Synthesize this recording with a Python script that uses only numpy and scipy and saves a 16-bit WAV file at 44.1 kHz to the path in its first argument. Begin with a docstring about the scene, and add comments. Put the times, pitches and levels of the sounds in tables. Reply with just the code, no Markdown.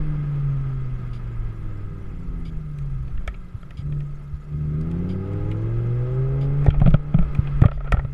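"""A ten-cylinder sports car engine, heard from the seat, coasts down, idles into a corner and pulls away.
Its orders, tones at multiples of crankshaft speed, boom as they sweep through the cabin's air modes.
Under it lie road rumble, tyre and wind hiss, and the faint hiss and fizz of a hand-held camera.
Trim clicks and fingers rub and tap the camera's housing; near the end the camera is bumped about,
and its gain control ducks after the loud blows."""
import sys
import numpy as np
from scipy import signal
from scipy.io import wavfile
from scipy.ndimage import uniform_filter1d

SR = 44100
rng = np.random.default_rng(int(sys.argv[2]) if len(sys.argv) > 2 else 0)


def transcribe(u):
    """Save the signal u as a 16-bit wav file named by the first command-line argument.

    u: samples, shape (n,) or (channels, n), limited to [-1, 1]; the rate is SR.
    q: integer samples, one column per channel.
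    """
    v = np.clip(np.atleast_2d(u).T, -1, 1)
    q = np.round(v * 32767).astype(np.int16)
    wavfile.write(sys.argv[1], SR, q)


N = 358533

# colour of the electronics' hiss: f/Hz, relative level/dB
CIRCUIT_COLOUR = [(2500, -4), (4000, 1), (5500, -3), (7000, -3), (8500, -6.5), (11000, -6.5),
                  (12500, -12.5), (15000, -22), (16000, -30)]
# bands of the electronics' fizz: f/Hz, width per pass/Hz, relative level/dB
FIZZ_BANDS = [(2310, 220, -5), (3140, 1040, -2), (4800, 290, -7.5), (6770, 680, -17.5), (9350, 790, -19.5)]
# fader rides of the low rumble and the road hiss: t/s, rumble gain/dB, tyre and wind gain/dB; the rumble swells
# after 6.8 s come as the camera is bumped
ROAD_FADERS = [(0, -26, -45), (.08, -19.5, -46), (.2, -28.5, -47.5), (.5, -27.5, -48.5), (1.5, -28, -51),
               (2.6, -29.5, -54.5), (3.16, -26, -54), (3.5, -37.5, -55.5), (3.92, -30.5, -56),
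               (4.5, -34, -55.5), (4.96, -29, -49.5), (5.15, -33.5, -49.5), (5.5, -28, -48),
               (6.55, -27.5, -47.5), (6.9, -7.5, -45.5), (7.05, -28.5, -47), (7.2, -9.5, -47.5),
               (7.35, -35, -45.5), (7.65, -13.5, -44.5), (7.88, -21.5, -45.5), (8.13, -26.5, -52)]
# colour of the body rumble: f/Hz, relative level/dB
RUMBLE_COLOUR = [(4, -1), (11, 9), (22, 0.5), (30, 6), (40, 5), (52, 2.5), (65, -7.5), (80, -17.5),
                 (120, -33.5), (240, -91)]
# colour of the tyre and wind hiss: f/Hz, relative level/dB
HISS_COLOUR = [(35, -25), (60, 9.5), (100, -11.5), (150, -2.5), (230, -18), (375, -19.5), (600, -26),
               (800, -29.5), (1100, -28), (1850, -36), (2300, -38), (3000, -42), (4500, -53.5),
               (9000, -71.5)]
# narrow resonant bands that give the road hiss a faint whistle: f/Hz, width/Hz, relative level/dB
HISS_RESONANCES = [(1261.6, 38, 0), (1307, 102, -1), (1585, 120, -5.5), (2045, 68, -5.5), (2116, 47, -9.5),
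                   (2550, 160, -14.5), (3263, 120, -18.5), (5000, 320, -31.5)]
# camera housing modes (two body, one shell, two lid, three upper): f/Hz, width/Hz, relative level/dB
HOUSING_MODES = [(445, 130, 1.5), (593, 168, 7), (1313, 50, 9.5), (1867, 116, -4), (2260, 170, -12.5),
                 (2430, 284, -0.5), (2730, 470, -7.5), (3130, 200, -9)]
# fingers sliding on the housing: middle t/s, length/s, level/dB
STROKE_CUES = [(2.935, .05, -66), (3.22, .1, -60), (6.674, 0.089, -41), (6.751, .08, -37.5), (6.9, .2, -49),
               (7.22, .16, -45.5), (7.648, .09, -30), (7.871, 0.068, -35.5), (7.983, 0.072, -44)]
# trim and finger clicks: t/s, gain/dB, then against the upper modes: body/dB, shell and lid/dB, crack/dB
CLICK_CUES = [(2.786, -50.5, -5, -6, -3.5), (3.0799, -54.5, -13, -9, -9), (3.1747, -50, -12, 0, -21),
              (3.276, -32, 1.5, 1, -10.5), (3.343, -43.5, -7, -12, -30), (3.629, -53, 2, 4.5, -29),
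              (3.707, -46.5, 0, -0.5, -10.5), (3.9228, -47.5, 0, -3, -18), (4.005, -48.5, 0, -4.5, -11.5),
              (4.811, -58, 3, -13, 3.5), (4.9138, -50, -8, -4, -6), (5.3333, -59, 2, 1, -1.5),
              (5.5146, -41, -6, -9, -13.5), (6.6241, -53, 11, 8, -22), (6.6443, -44.5, 9, -3, -10.5),
              (6.6621, -41.5, 23.5, 6, -9), (6.6823, -44, 22, -12, -35), (6.7036, -30.5, -13, -6, -29),
              (6.7415, -45, 16, -6, -25), (6.7993, -38.5, 0.5, -6, -14), (6.8162, -40, 19, -8, -33),
              (6.8605, -33, 11, -0.5, -39), (6.874, -34, 14.5, -8.5, -27), (6.9046, -41.5, 2, -17, -8),
              (6.9409, -28, 12.5, -2, -44), (7.1423, -36.5, 11, -3.5, -35), (7.1868, -35.5, 8.5, -3, -27),
              (7.224, -46, 11, -1, -32), (7.349, -37, -8.5, -8.5, -15), (7.4723, -39.5, 3, -17, -36),
              (7.6165, -37, 12.5, 5.5, -11.5), (7.6365, -31.5, 16.5, 6.5, -36),
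              (7.6571, -26, 10, -1, -14.5), (7.6827, -37.5, 16, 9, -38), (7.7135, -34, 10.5, 4.5, -27),
              (7.775, -57.5, 27, 16.5, -17), (7.8048, -44, 14.5, 6.5, -34), (7.8436, -48, 16, 1, -14),
              (7.8746, -42.5, 11, 7.5, -33), (7.9212, -18, 4, 2.5, -13), (7.943, -43.5, 23, 11, -33),
              (7.9692, -39, 11, 5.5, -33), (7.992, -46.5, 21.5, 14.5, -13), (8.047, -48, 15.5, 3.5, -27)]
# blows through hand and mount: t/s, peak level/dB, f/Hz, t60/s, sign of the first swing
THUMP_CUES = [(3.11, -25, 59.4, 0.036, -1), (3.181, -18.5, 44.7, 0.085, 1), (3.277, -18, 43.5, 0.067, -1),
              (3.544, -21, 102, 0.048, 1), (3.79, -19.5, 101, 0.027, 1), (4.33, -21.5, 60, 0.088, 1),
              (6.682, -1, 82.17, 0.024, 1), (6.704, -14, 60, .09, 1), (6.815, -3.5, 127, 0.023, 1),
              (6.858, -5, 129, 0.031, 1), (6.875, -2, 154, 0.066, 1), (6.94, -0.5, 139, 0.032, 1),
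              (7.143, -2.5, 151, 0.062, 1), (7.186, -9.5, 165, 0.086, 1), (7.389, -5, 91.1, .021, -1),
              (7.618, 0.5, 119, 0.036, -1), (7.652, 5, 106.5, 0.028, 1), (7.922, -6.5, 50.6, 0.06, -1),
              (7.938, 0, 94.3, 0.02, 1), (7.977, -7, 54, .047, -1), (8.045, -13.5, 113, 0.047, 1)]
# the cabin's broad EQ on the engine: f/Hz, gain/dB
CABIN_EQ = [(40, -30), (80, -22), (110, -10), (145, 0), (185, -6.5), (205, -25), (240, -22), (420, -30.5),
            (560, -43), (750, -59), (950, -63), (1500, -77.5)]
# cabin air modes, peaks and nulls at the seat: f/Hz, width/Hz, gain/dB
CABIN_MODES = [(194.3, 47.4, -7.5), (243.4, 51, 3), (284.7, 14, -6.5), (326, 40, 4), (392.4, 35, 10),
               (455, 100, -6.5), (495.6, 40, 12), (629, 16, 8), (660, 21, 6), (829, 60, 16.5)]
# exhaust resonance while the throttle is shut: f/Hz, width/Hz, gain/dB
EXHAUST_BOOM = (258, 35, 4.1)
# revs through coast, idle, blip and pull-away: t/s, firing rate/Hz
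REVS = [(0, 152.6), (.25, 145.3), (.5, 138.8), (1, 124.6), (1.5, 111.6), (2, 97), (2.5, 80.7), (3, 64.95),
        (3.25, 59.83), (3.72, 58.3), (3.87, 74.4), (3.95, 72.2), (4.3, 71.55), (4.55, 74.5), (4.75, 75.47),
        (4.9, 83.5), (5.1, 91.5), (5.25, 96.8), (5.32, 101), (5.42, 101.4), (5.75, 115.4), (6, 121.9),
        (6.25, 132.6), (6.6, 142.6), (7.1, 146.7), (7.5, 141.5), (8.13, 137)]
# engine tone under load: t/s, gain/dB, tilt/(dB per octave), second firing harmonic/dB
ENGINE_LOAD = [(0, -25, 6.5, 2), (.5, -21, -1, -2), (1, -24.5, -1.5, -10.5), (1.5, -24.5, -0.5, -12),
               (1.8, -22, -0.5, -3.5), (2.5, -20, -3, -9), (2.75, -24.5, -3, -1.5), (3, -12, -10.5, -4),
               (3.25, -30, -0.5, -9), (3.75, -26.5, -5.5, -7.5), (3.87, -10.5, -4.5, -10),
               (3.95, -16.5, -1.5, -6), (4.2, -30, -1, -5.5), (4.35, -23, -4.5, -6.5),
               (4.46, -29.5, -1, -9.5), (4.54, -10, -5, -9), (4.75, -9, -3, -10.5), (5.2, -15.5, 3, -2.5),
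               (5.5, -13, 2.5, -14.5), (6.2, -17.5, 6.5, -18.5), (6.45, -18.5, 8.5, -1.5),
               (6.7, -19.5, 7.5, 1), (7, -24.5, 9.5, -4), (7.3, -31.5, 12, -1), (7.55, -22.5, -1.5, 0.5),
               (8.13, -26.5, -0.5, 0)]
# balance of the other firing harmonics: harmonic number -> relative level/dB
FIRING_BALANCE = {1: 0.0, 3: -4.5, 4: -6, 5: -6.5, 6: -12.5, 7: -14, 8: -3.5, 9: -9.5, 10: -0.5}
# the four weak orders above each firing harmonic: relative level/dB
WEAK_BALANCE = [-33, -26.5, -24.5, -30]

TIME = np.arange(N) / SR


def gain_of(db):
    """Decibels to amplitude."""
    return 10 ** (np.asarray(db) / 20)


def unit_rms(x):
    """Scales to an rms of one."""
    return x / np.sqrt(np.mean(x ** 2) + 1e-20)


def eq_db(curve, hz):
    """Reads an EQ curve on a log frequency axis."""
    f, db = np.transpose(curve)
    return np.interp(np.log(hz + 1), np.log(f + 1), db)


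def bell_db(hz, centre, width, db):
    """A bell-shaped EQ peak or dip."""
    return db / (1 + (2 * (hz - centre) / width) ** 2)


def automation(rows):
    """Turns timed breakpoints into one lane per column."""
    times, *columns = np.transpose(rows)
    return [np.interp(TIME, times, column) for column in columns]


def add(mix, start_s, sound):
    """Drops a sound into the mix."""
    part = mix[round(start_s * SR):][:len(sound)]
    part += sound[:len(part)]


def ring(x, hz, width_hz):
    """A two-pole resonance with gain one at its peak."""
    return signal.lfilter(*signal.iirpeak(hz, hz / width_hz, SR), x)


def resonate(modes, x):
    """Rings each mode in two widened passes, so the valleys between stay dark."""
    return sum(gain_of(db) * ring(ring(x, hz, 1.55 * width), hz, 1.55 * width) for hz, width, db in modes)


def wander(top_hz):
    """Smooth random modulation with an rms of one."""
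    coarse = rng.standard_normal(N // 64 + 2)
    smooth = signal.lfilter(*signal.butter(2, top_hz, fs=SR / 64), coarse)
    return np.interp(np.arange(N) / 64, np.arange(len(coarse)), unit_rms(smooth))


def noise(colour, patchy_db, size):
    """Coloured noise with drifting louder patches."""
    frames, hz = 4 * N // size + 5, np.fft.rfftfreq(size, 1 / SR)
    real, imag, patches = rng.standard_normal((frames, len(hz), 3)).T
    patches = unit_rms(uniform_filter1d(uniform_filter1d(patches, size=8, axis=0), size=6, axis=1))
    spectra = (real + 1j * imag) * gain_of(eq_db(colour, hz)[:, None] + patchy_db * patches)
    return unit_rms(signal.istft(spectra, nperseg=size, noverlap=size - size // 4)[1][:N])


def electronics():
    """The camera's noise floor: hiss and a thin whine throb with each picture, and a short fizz recurs."""
    picture_hz, fizz_start_s, fizz_every_s = 24000 / 1001, 1.132, 1.3192
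    beat = 2 * np.pi * (picture_hz * TIME - .68)
    throb = gain_of(1.3 * np.cos(beat) + 0.82 * np.cos(2 * beat + .6))
    whine = gain_of(-17) * unit_rms(ring(rng.standard_normal(N), hz=11317, width_hz=60))
    since = (TIME - fizz_start_s) % fizz_every_s
    gate = (since < .05) * np.minimum(since / 0.0011, 1) * np.exp(-since / 0.041)
    white = rng.standard_normal(N)
    fizz = sum(gain_of(db) * unit_rms(ring(ring(white, hz, width), hz, width))
               for hz, width, db in FIZZ_BANDS)
    hiss = noise(CIRCUIT_COLOUR, patchy_db=3.7, size=512)
    return gain_of(-71.5) * throb * (hiss + whine) + gain_of(-50.5) * gate * unit_rms(fizz)


def road():
    """The bed: a lumpy low rumble that swells as the camera is bumped about near the end, and tyre and wind
    hiss with a faint whistle."""
    rumble_db, hiss_db = automation(ROAD_FADERS)
    lumps = gain_of(rumble_db - 1.5 + 1.4 * wander(top_hz=2))
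    rumble = lumps * noise(RUMBLE_COLOUR, patchy_db=0.84, size=4096)
    hiss = noise(HISS_COLOUR, patchy_db=-1, size=1024)
    rough_noise = rng.standard_normal(N) * gain_of(0.97 * wander(top_hz=60))
    whistle = gain_of(-3.5) * unit_rms(resonate(HISS_RESONANCES, rough_noise))
    flutter = gain_of(8.5 + wander(top_hz=9.1))
    return rumble + gain_of(hiss_db) * (flutter * hiss + whistle)


def rubbing():
    """Fingers stick and slip on the housing; each grainy stroke swells and fades."""
    grains = uniform_filter1d(rng.standard_normal(N), size=12) * gain_of(4.7 * wander(top_hz=150))
    swells = sum(gain_of(db) * np.cos(np.pi * np.clip((TIME - middle) / length, -.5, .5)) ** 2
                 for middle, length, db in STROKE_CUES)
    return swells * unit_rms(resonate(HOUSING_MODES, grains))


def clicks():
    """A snap of noise with a faint tail rings the housing, with a thin crack on top."""
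    out, t = np.zeros(N), np.arange(SR // 10) / SR
    snap_s, tail_s, soft_attack_s = .003, .019, .0003
    crack_band = np.r_[signal.butter(4, 3800, "high", fs=SR, output="sos"),
                       signal.butter(2, 5500, fs=SR, output="sos")]
    for start, db, body_db, shell_db, crack_db in CLICK_CUES:
        burst = rng.standard_normal(len(t)) * (np.exp(-t / snap_s) + gain_of(-23) * np.exp(-t / tail_s))
        fingertip = uniform_filter1d(burst * (1 - np.exp(-t / soft_attack_s)), size=9)  # a duller blow
        # the grip detunes and damps the shell
        gripped = np.multiply(HOUSING_MODES[2:3], [rng.uniform(.96, 1.04), 2.2, 1])
        layers = [resonate(HOUSING_MODES[5:], burst),
                  resonate(HOUSING_MODES[:2], fingertip),
                  resonate(gripped, fingertip),
                  resonate(HOUSING_MODES[3:5], fingertip),
                  signal.sosfilt(crack_band, burst)]
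        upper, body, shell, lid, crack = (x / np.sqrt(np.mean(x[:300] ** 2)) for x in layers)
        to_lid = gain_of((8.5 + 0.6 * crack_db) / 2)  # sharp blows ring the lid, dull ones the shell
        knock = gain_of(body_db) * body + gain_of(shell_db) * (shell / to_lid + lid * to_lid)
        add(out, start, gain_of(db - 3.5) * (upper + knock + gain_of(crack_db) * crack))
    return out


def thumps():
    """Each blow swings the camera in a low, quickly damped thud."""
    out, t = np.zeros(N), np.arange(SR // 4) / SR
    attack = (1 - np.exp(-t / 0.0042)) ** 2
    for start, db, hz, t60, sign in THUMP_CUES:
        swing = np.sin(2 * np.pi * hz * t) * attack * gain_of(-60 * t / t60)
        add(out, start, sign * gain_of(db) * swing / abs(swing).max())
    return out


def engine():
    """Tones at whole multiples of crankshaft speed, shaped by the load and by the cabin they boom in."""
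    firings_per_turn, throttle_opens_s = 5, 3.1
    firing_hz, = automation(REVS)
    load_db, tilt_db, second_db = automation(ENGINE_LOAD)
    crank_hz = uniform_filter1d(firing_hz, size=3000) / firings_per_turn
    turns = np.cumsum(crank_hz) / SR
    shut = TIME < throttle_opens_s
    grid_hz = np.arange(1500.)
    cabin_db = eq_db(CABIN_EQ, grid_hz) + sum(bell_db(grid_hz, *mode) for mode in CABIN_MODES)
    out = np.zeros(N)
    for order in range(3, 51):
        hz = order * crank_hz
        harmonic, offset = divmod(order, firings_per_turn)
        if offset:  # unequal firings give weak orders, which stand out more off the throttle
            db, wobble_db = WEAK_BALANCE[offset - 1] + 0.4209 * order + 3.5 * shut, 3
        else:
            db, wobble_db = FIRING_BALANCE.get(harmonic, second_db), 1.1
        drive_db = load_db + tilt_db * np.log2(order / firings_per_turn)
        boom_db = np.interp(hz, grid_hz, cabin_db) + shut * bell_db(hz, *EXHAUST_BOOM)
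        level = gain_of(db + drive_db + boom_db + wobble_db * wander(top_hz=6.6))
        out += np.sqrt(2) * level * np.sin(2 * np.pi * (order * turns + rng.random()))
    return out


def scene():
    """The mono mix at the seat."""
    return (engine() + road() + thumps() + clicks() + rubbing() + electronics())[None]


def record(dry):
    """The camera's chain: low cut, gain control that ducks after loud blows, soft saturation, high cut."""
    threshold_db, release_db_per_s, high_cut_hz = -9.5, 17.1, 15600
    dry = signal.lfilter(*signal.butter(2, 6, "high", fs=SR), dry)
    dry = dry * np.minimum(np.arange(N) / 200, 1)  # click-free fade-in
    power_db = 10 * np.log10(abs(uniform_filter1d(dry[0] ** 2, size=500)) + 1e-12)
    release_db = TIME * release_db_per_s
    held_db = np.maximum.accumulate(power_db + release_db) - release_db
    over_db = np.maximum(held_db - threshold_db, 0)
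    late_db = np.r_[np.zeros(500), uniform_filter1d(over_db, size=400)][:N]  # the transient slips through
    ducked = dry / gain_of(1.04 * late_db)
    rounded = ducked / (1 + abs(ducked / .95) ** 6) ** (1 / 6)
    padded = np.pad(rounded, ((0, 0), (255, 255)), "reflect", reflect_type="odd")
    high_cut = signal.firwin(511, high_cut_hz, window=("kaiser", 9), fs=SR)
    return signal.oaconvolve(padded, high_cut[None], "valid")


dry = scene()
out = record(dry)
transcribe(out)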